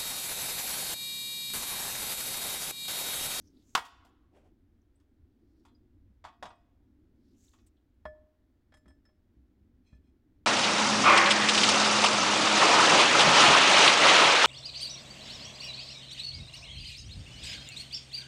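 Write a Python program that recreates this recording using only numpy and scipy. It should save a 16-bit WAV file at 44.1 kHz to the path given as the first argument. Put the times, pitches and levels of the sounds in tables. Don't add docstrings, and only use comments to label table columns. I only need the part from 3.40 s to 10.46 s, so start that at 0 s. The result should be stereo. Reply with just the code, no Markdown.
import sys
import numpy as np
from scipy import signal
from scipy.fft import rfft, irfft, next_fast_len
from scipy.io import wavfile

SR = 44100
rng = np.random.default_rng(int(sys.argv[2]) if len(sys.argv) > 2 else 0)


def generate_wav(sig):
    pcm = np.round(np.clip(np.atleast_2d(sig).T, -1, 1) * 32767).astype(np.int16)
    wavfile.write(sys.argv[1], SR, pcm)


N = 311346

# f/Hz, correlation
NEAR = [(100, 0.97), (1200, 0.77), (3000, .82), (7000, 1), (14000, 0.18)]
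DIFFUSE = [(60, 0.98), (300, 0.84), (1000, 0.44), (3000, .15), (12000, 0.05)]
# f/Hz, level/dB, t60/s
CASING_MODES = [(614, -1, 0.44), (779.7, 2.5, 0.031), (1043, 2.5, 0.036), (1234, -7.5, 0.088),
                (1330, -30, 0.097), (1743, -1.5, 0.23), (2253, -22, 0.14), (2490, -31, 0.15),
                (3280, -14, 0.1), (4080, -39, 0.14), (5210, -22.5, 0.18), (6110, -50, .12),
                (7400, -37, 0.29), (8500, -29.5, 0.19), (9800, -38, 0.14)]


def from_db(db):
    return 10 ** (np.asarray(db) / 20)


def rms_one(x):
    return x / np.sqrt(np.mean(x ** 2) + 1e-20)


def unit_attack(sound, size=500):
    return sound / np.sqrt(np.mean(sound[..., :size] ** 2) + 1e-20)


def at_hz(points, hz):
    freqs, values = np.transpose(points)
    return np.interp(np.log(hz), np.log(freqs), values)


def drift(rate_hz):
    knots = rng.standard_normal(int(N / SR * rate_hz) + 2)
    return np.interp(np.arange(N) / SR * rate_hz, np.arange(len(knots)), knots)


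def dying(t, t60):
    return np.exp(-np.log(1000) * t / np.maximum(t60, 1e-3))


def stroke(s, rise_s, fall_s):
    t = np.arange(N) / SR - s
    return np.exp(-np.minimum((t / np.where(t < 0, rise_s, fall_s)) ** 2, 20))


def add(out, s, sound):
    i = max(int(s * SR), 0)
    out[:, i:i + sound.shape[-1]] += sound[..., :N - i]


def stereo(mid, side, alike):
    return np.sqrt(1 + alike) * mid + np.sqrt(1 - alike) * side * [[1], [-1]]


def noise_bands(length, likeness):
    edges = 15.5 * 2 ** np.arange(0, 10.1, .5)
    centres = np.sqrt(edges[:-1] * edges[1:])
    white = rng.standard_normal((2, 2, length + 4000))
    bands = []
    for k, hz in enumerate(centres):
        bandpass = signal.butter(2, edges[k:k + 2], "band", fs=SR, output="sos")
        mid, side = signal.sosfilt(bandpass, white[k % 2])[:, -length:]
        bands.append(stereo(mid, side, at_hz(likeness, hz)))
    return centres, np.array(bands)


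def steady_noise(spectrum, likeness):
    size = next_fast_len(N, True)
    hz = np.maximum(np.arange(size // 2 + 1) * SR / size, 1)
    rolloff = np.minimum(1, spectrum[-1][0] / hz) ** 2
    mid, side = rfft(rng.standard_normal((2, size))) * from_db(at_hz(spectrum, hz)) * rolloff
    return rms_one(irfft(stereo(mid, side, at_hz(likeness, hz)), size)[:, :N])


def narrow_noise(hz, width_hz, apart=0.65):
    lowpass = signal.butter(2, width_hz / 2, fs=SR, output="sos")
    slow = signal.sosfilt(lowpass, rng.standard_normal((2, 2, len(hz))))
    phase = 2 * np.pi * np.cumsum(hz) / SR
    mid, side = slow[0] * np.cos(phase) + slow[1] * np.sin(phase)
    return rms_one(mid + apart * side * [[1], [-1]])


def resonance(x, hz, width_hz):
    r = np.exp(-np.pi * width_hz / SR)
    return signal.lfilter([1 - r, 0, r - 1], [1, -2 * r * np.cos(2 * np.pi * hz / SR), r * r], x)


def softness_db(hz, limit_hz):
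    return -10 * np.log10(1 + (hz / limit_hz) ** 6)


def struck(modes, t, colour, scatter_db):
    hz, db, t60 = np.transpose(modes)
    gain = from_db(db + colour(hz) + scatter_db * rng.standard_normal(len(hz)))
    gain *= rng.choice([-1, 1], len(hz))
    rings = np.sin(2 * np.pi * hz[:, None] * t) * dying(t, t60[:, None])
    return gain @ rings / np.linalg.norm(gain)


def wind(rumble_db=-66.5, rumble_follows=0.11, air_db=-83):
    # t/s, level/dB, centre f/Hz
    gusts = [(0.05, -62.5, 261.5), (0.25, -64, 267), (0.49, -70.5, 268.9), (0.93, -66.5, 293.9),
             (1.65, -73.5, 293.7), (2.01, -66, 299.8), (2.41, -65.5, 293.3), (2.73, -72, 274),
             (3.29, -72, 276), (3.53, -66, 260), (3.89, -65.5, 239.6), (4.49, -75, 280.2),
             (4.77, -71, 269.9), (5.13, -75.5, 276.2), (5.45, -68, 262), (5.77, -74.5, 269.2),
             (6.13, -68.5, 236), (7.01, -68, 267.5)]
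    # f/Hz, density/dB
    rumble_spectrum = [(20, -7), (35, -3), (60, 1), (90, 0.5), (130, -12.5), (190, -22), (400, -45)]
    rush_spectrum = [(100, -13.5), (170, -8.5), (220, 0), (300, 1), (370, -3.5), (450, -15.5), (600, -27),
                     (1200, -49)]
    air_spectrum = [(260, -31.5), (450, -2.5), (889, -9), (1160, -12.5), (1390, -11), (1860, -12),
                    (2620, -17.5), (3320, -17), (9090, -28.5), (15500, -25.5)]
    times, *curves = np.transpose(gusts)
    rush_db, rush_hz = [np.interp(np.arange(N) / SR, times, curve) for curve in curves]
    swing_db = rumble_follows * (rush_db - rush_db.mean()) + 3 * drift(12)
    rumble = from_db(rumble_db + swing_db) * steady_noise(rumble_spectrum, DIFFUSE)
    broad = from_db(-3) * steady_noise(rush_spectrum, DIFFUSE)
    hollow = from_db(-4) * narrow_noise(rush_hz + 18 * drift(7.4), width_hz=78, apart=0.19)
    rush = from_db(rush_db + 2 * drift(18)) * (broad + hollow)
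    air = from_db(air_db) * steady_noise(air_spectrum, DIFFUSE)
    return (rumble + rush + air) * from_db([[.5], [-.5]])


def forest(x, echo_db=-27, build_s=.05, trunk_s=.1, trunk_db=5):
    # f/Hz, density/dB
    spectrum = [(150, -7), (500, -1), (1100, -2), (2600, -2), (3600, 0.5), (7000, 1.5), (14000, -2.5)]
    # f/Hz, t60/s
    decay = [(200, 1), (1000, 0.92), (3000, 0.82), (6000, .52), (14000, .36)]
    t = np.arange(SR) / SR
    tail = sum(band * from_db(at_hz(spectrum, hz)) * dying(t, at_hz(decay, hz))
               for hz, band in zip(*noise_bands(SR, DIFFUSE)))
    tail *= 1 - np.exp(-t / build_s)
    tail *= from_db(trunk_db * np.exp(-((t - trunk_s) / 0.011) ** 2))
    tail /= np.sqrt(np.sum(tail ** 2) / 2)
    return from_db(echo_db) * signal.fftconvolve(x.mean(axis=0)[None], tail, axes=1)[:, :N]


def boot():
    # fastest at t/s, sole level/dB, needle level/dB
    scuffs = [(0.974, -61.5, -77), (1.065, -72, -85)]
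    # f/Hz, density/dB
    sole_spectrum = [(200, -17), (400, 5.5), (750, 1.5), (1300, -16.5), (2500, -25.5), (8000, -27)]
    needle_spectrum = [(500, -27), (1500, 7), (3200, 4), (5000, -28), (9000, -26), (15000, -34)]
    sole = from_db(2.2 * drift(60.24)) * steady_noise(sole_spectrum, NEAR)
    needles = from_db(3.1 * drift(250)) * steady_noise(needle_spectrum, NEAR)
    return sum(stroke(s, 0.031, 0.044) * (from_db(sole_db) * sole + from_db(needle_db) * needles)
               for s, sole_db, needle_db in scuffs)


def rubbing():
    # fastest at t/s, level/dB
    rubs = [(6.485, -76), (6.545, -80), (6.67, -84.5)]
    level = sum(from_db(db) * stroke(s, 0.031, 0.032) for s, db in rubs)
    grit = steady_noise([(1000, 0), (8600, -1), (10000, -9.5), (15000, -15)], NEAR)
    grit *= from_db(2.2 * drift(61))
    tones = np.zeros((2, N))
    for hz, db, _ in CASING_MODES:
        if hz > 2400:
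            tone_db = 0.12 * db - 5.6 * np.log2(hz / 1000) + 2.9 * drift(9.4)
            tones += from_db(tone_db) * resonance(grit, hz, width_hz=60)
    return level * rms_one(tones)


def couplings():
    # t/s, level/dB, f/Hz, t60/s
    pings = [(1.555, -72.5, 8090, .1), (2.280, -77.5, 4090, 0.19), (2.349, -65.5, 4910, 0.066),
             (3.090, -64, 8480, 0.051), (3.155, -77.5, 8460, 0.052), (5.484, -70, 5250, 0.21),
             (5.653, -67.5, 5266, 0.22)]
    out, t = np.zeros((2, N)), np.arange(SR // 4) / SR
    for s, db, hz, t60 in pings:
        add(out, s, from_db(db) * np.sin(2 * np.pi * hz * t) * dying(t, t60) * (1 - dying(t, 0.008)))
    return out


def hose(hiss_db=-4.5, pitch_exponent=0.068):
    # fastest at t/s, level/dB, rise/s, fall/s, swish f/Hz at full speed
    pulls = [(0.049, -78, .1, 0.073, 5620), (0.195, -77.5, .05, 0.047, 4200),
             (0.335, -73, 0.09, 0.059, 6850), (2.2, -89.5, .2, 0.073, 4772), (3.92, -84, .12, .03, 4810),
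             (4.035, -72, 0.064, 0.15, 7010), (4.268, -69, .004, 0.014, 8590)]
    # t/s, relative level/dB, f/Hz, length/s
    squeaks = [(0.009, -66.5, 6100, 0.021), (0.07, -60, 5730, 0.02), (0.167, -62.5, 4140, 0.012),
               (0.217, -66.5, 3750, 0.014), (0.69, -70.5, 7000, 0.0074), (1.414, -72, 6100, .008),
               (3.942, -72.5, 3090, 0.024), (4.056, -64, 5460, 0.0052), (4.079, -61.5, 3820, 0.011),
               (4.114, -65, 3900, 0.011), (4.366, -71.5, 3475, 0.021)]
    out, t = np.zeros((2, N)), np.arange(SR // 8) / SR
    hiss_spectrum = [(600, -13), (3000, -2.5), (7000, 0), (9500, -3), (15000, -3)]
    hiss = from_db(hiss_db) * steady_noise(hiss_spectrum, NEAR)
    slips_db = 1.5 * drift(84) + 2 * drift(690)
    for s, db, rise_s, fall_s, hz in pulls:
        speed = stroke(s, rise_s, fall_s)
        moving = np.flatnonzero(speed > .001)
        swish = narrow_noise(hz * speed[moving] ** pitch_exponent, width_hz=1700)
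        out[:, moving] += from_db(db + slips_db[moving]) * speed[moving] * (swish + hiss[:, moving])
    for s, db, hz, length in squeaks:
        age = 3 * t / length
        squeak = narrow_noise(hz * (1 + 0.3 * t), width_hz=800)
        add(out, s, from_db(db - 10) * age * np.exp(1 - age) * squeak)
    return out


def air_column(pipe_hz=64.5, boom_t60=0.36, thud_db=-10.5, thud_t60=.12):
    # t/s, level/dB
    bumps = [(2.699, -54.5), (4.654, -44), (5.463, -53), (5.967, -53.5), (6.527, -46.5), (7.009, -56.5)]
    # f/Hz, density/dB
    thud_spectrum = [(50, -16), (110, -1.5), (200, -1), (320, -13), (700, -33), (2000, -60)]
    out, t = np.zeros((2, N)), np.arange(SR // 2) / SR
    boom = np.sin(2 * np.pi * pipe_hz * t) * dying(t, boom_t60) * (1 - dying(t, 0.046))
    dull = steady_noise(thud_spectrum, NEAR)
    for s, db in bumps:
        i = rng.integers(SR * 5)
        thud = unit_attack(dull[:, i:i + len(t)] * dying(t, thud_t60) * (1 - dying(t, 0.01)), size=900)
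        add(out, s, from_db(db) * (boom + from_db(thud_db) * thud))
    return out


def casing():
    # t/s, relative level/dB, tilt/(dB per octave), crack trim/dB, treble limit f/Hz
    clinks = [(4.654, -26.5, -2.5, 0, 13000), (5.322, -54, 8, 5.5, 4030), (5.340, -47.5, 7.5, 0.5, 8020),
              (5.37, -57.5, 8.5, 5, 11000), (5.457, -57, 3, 7.5, 6050), (5.480, -53, 8, -0.5, 10960),
              (5.503, -60, 3, 6.5, 10100), (5.652, -60.5, 7, 5, 7030), (5.689, -61.5, 4, 1, 4005),
              (6.528, -58, 4.5, -2, 3980)]
    # f/Hz, density/dB
    crack_spectrum = [(150, -35), (350, -9), (600, 4), (1000, -0.5), (1800, -3), (2600, -42), (3400, -19.5),
                      (4500, -29), (10000, -32.5), (15000, -56)]
    out, t = np.zeros((2, N)), np.arange(SR * 3 // 4) / SR
    brief = t[:SR // 8]
    envelope = dying(brief, 0.07) * (1 - dying(brief, 0.0072))
    centres, bands = noise_bands(SR * 5 // 4, NEAR)
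    for s, db, tilt, crack_db, limit_hz in clinks:
        def colour(hz):
            return tilt * np.log2(np.maximum(hz, 900) / 1000) + softness_db(hz, limit_hz)
        i = rng.integers(SR)
        gains = from_db(at_hz(crack_spectrum, centres) + colour(centres))
        crack = np.tensordot(gains, bands[..., i:i + len(brief)], 1)
        add(out, s, from_db(db - 18 + crack_db) * unit_attack(crack * envelope))
        add(out, s, from_db(db - 8.5) * struck(CASING_MODES, t, colour, scatter_db=2))
    return out


def ladder(crack_s=0.0068, crack_gain=2.3, rung_db=-7, buzz_db=-3):
    # t/s, relative level/dB, tilt/(dB per octave), rail ring/dB, low body/dB, treble limit f/Hz
    knocks = [(0.3508, -10.5, 0, 1, -6, 17900), (0.374, -22.5, 0, 0, 5.5, 16000),
              (0.451, -45.5, 4, -5, -6, 17000), (0.649, -53.5, 5, -7, 27.5, 14990),
              (1.600, -70, 5, -1.5, -3, 12000), (2.251, -53, 4.5, 4, 14, 10040),
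              (2.282, -61, 5, 8, 5, 4500), (2.841, -39, 0.5, 3, 10.5, 8980),
              (2.850, -35.5, -1, -0.5, 1.5, 9000), (2.882, -45.5, -0.5, 5, 1, 6000),
              (2.928, -56, -0.5, 6, 2, 5000), (3.026, -29.5, 0.5, -3, 16, 9530),
              (3.054, -35, 1.1, 2, 14, 8030), (3.104, -44, -1, 2, 11, 5950), (4.135, -57, 5, 1, 8, 4500),
              (4.186, -64, 9.5, -1, 3.5, 3803)]
    # f/Hz, level/dB, t60/s
    rail_modes = [(454, -29, 0.18), (622, -21, .28), (694.8, -16, .45), (743.4, -12, 0.19),
                  (836, -12, 0.13), (880, -8, 0.13), (922, -13, .32), (970, -7.5, 0.19), (1062, -15, .18),
                  (1101, -0.5, 0.15), (1190, -4.5, 0.14), (1280.4, -7, 0.16), (1406, -8, .17),
                  (1760, -18.5, 0.16), (1903, -18.5, 0.41), (2080, -20, 0.11), (2227, -15, 0.16),
                  (2527, -20, 0.34), (3030, -22.5, 0.24), (3284, -17.5, 0.27), (3430, -19.5, 0.18),
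                  (3520, -16, .18), (3960, -24, 0.2), (4081, -28.5, 0.18), (4620, -17, 0.11),
                  (5030, -25, 0.26), (7550, -31, 0.16), (7600, -27, 0.2), (8860, -30, 0.26)]
    # f/Hz, density/dB
    clatter = [(100, -26.5), (200, -21.5), (330, -24), (560, -22), (820, -5.5), (1150, -5.5), (1700, -13),
               (2600, -19), (3400, -18.5), (4700, -23), (7500, -27), (10500, -35.5), (15500, -37)]
    # f/Hz, t60/s
    decay = [(200, .16), (1000, 0.14), (2500, 0.14), (6000, 0.12), (14000, .17)]
    out, t = np.zeros((2, N)), np.arange(SR * 2 // 5) / SR
    pitches = np.geomspace(1400, 12000, num=48) * (1 + .015 * rng.standard_normal(48))
    levels_db = at_hz(clatter, pitches) + 10 * np.log10(pitches / 1000)
    rung_modes = np.transpose([pitches, levels_db, at_hz(decay, pitches)])
    centres, bands = noise_bands(SR * 2, NEAR)
    fades = dying(t, at_hz(decay, centres)[:, None])
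    for s, db, tilt, rail_db, body_db, limit_hz in knocks:
        def colour(hz):
            body = body_db / (1 + (hz / 900) ** 6)
            return tilt * np.log2(hz / 1000) + body + softness_db(hz, limit_hz)
        i = rng.integers(SR)
        gains = from_db(at_hz(clatter, centres) + colour(centres))[:, None] * fades
        buzz = from_db(buzz_db) * unit_attack(np.einsum("bct,bt->ct", bands[..., i:i + len(t)], gains))
        rails = from_db(rail_db) * struck(rail_modes, t, colour, scatter_db=0.5)
        rungs = from_db(rung_db) * struck(rung_modes, t, colour, scatter_db=4.5)
        crack = 1 + crack_gain * from_db(min(db + 9.5, 0)) * np.exp(-(t / crack_s) ** 2)
        blow = (buzz + rails + rungs) * crack * (1 - dying(t, 0.0021))
        add(out, s, from_db(db - 10) * unit_attack(blow))
    return out


def placed(x):
    # f/Hz, left-minus-right level/dB
    balance = [(100, 0), (400, 2.5), (800, 5), (1300, 1.5), (2400, 3.5), (4500, 1.7), (15000, 2.5)]
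    hz = np.maximum(np.arange(N // 2 + 1) * SR / N, 1)
    half_db = at_hz(balance, hz) / 2
    left, right = irfft(rfft(x) * from_db([half_db, -half_db]), N)
    return np.array([np.pad(left, (1, 0))[:N], right])


def scene():
    work = ladder() + casing() + couplings() + rubbing() + hose() + boot()
    return placed(work) + forest(work) + air_column() + wind()


def record(dry, cutoff_hz=15900):
    return signal.sosfilt(signal.ellip(10, .1, 80, cutoff_hz, fs=SR, output="sos"), dry)


dry = scene()
out = record(dry)
generate_wav(out)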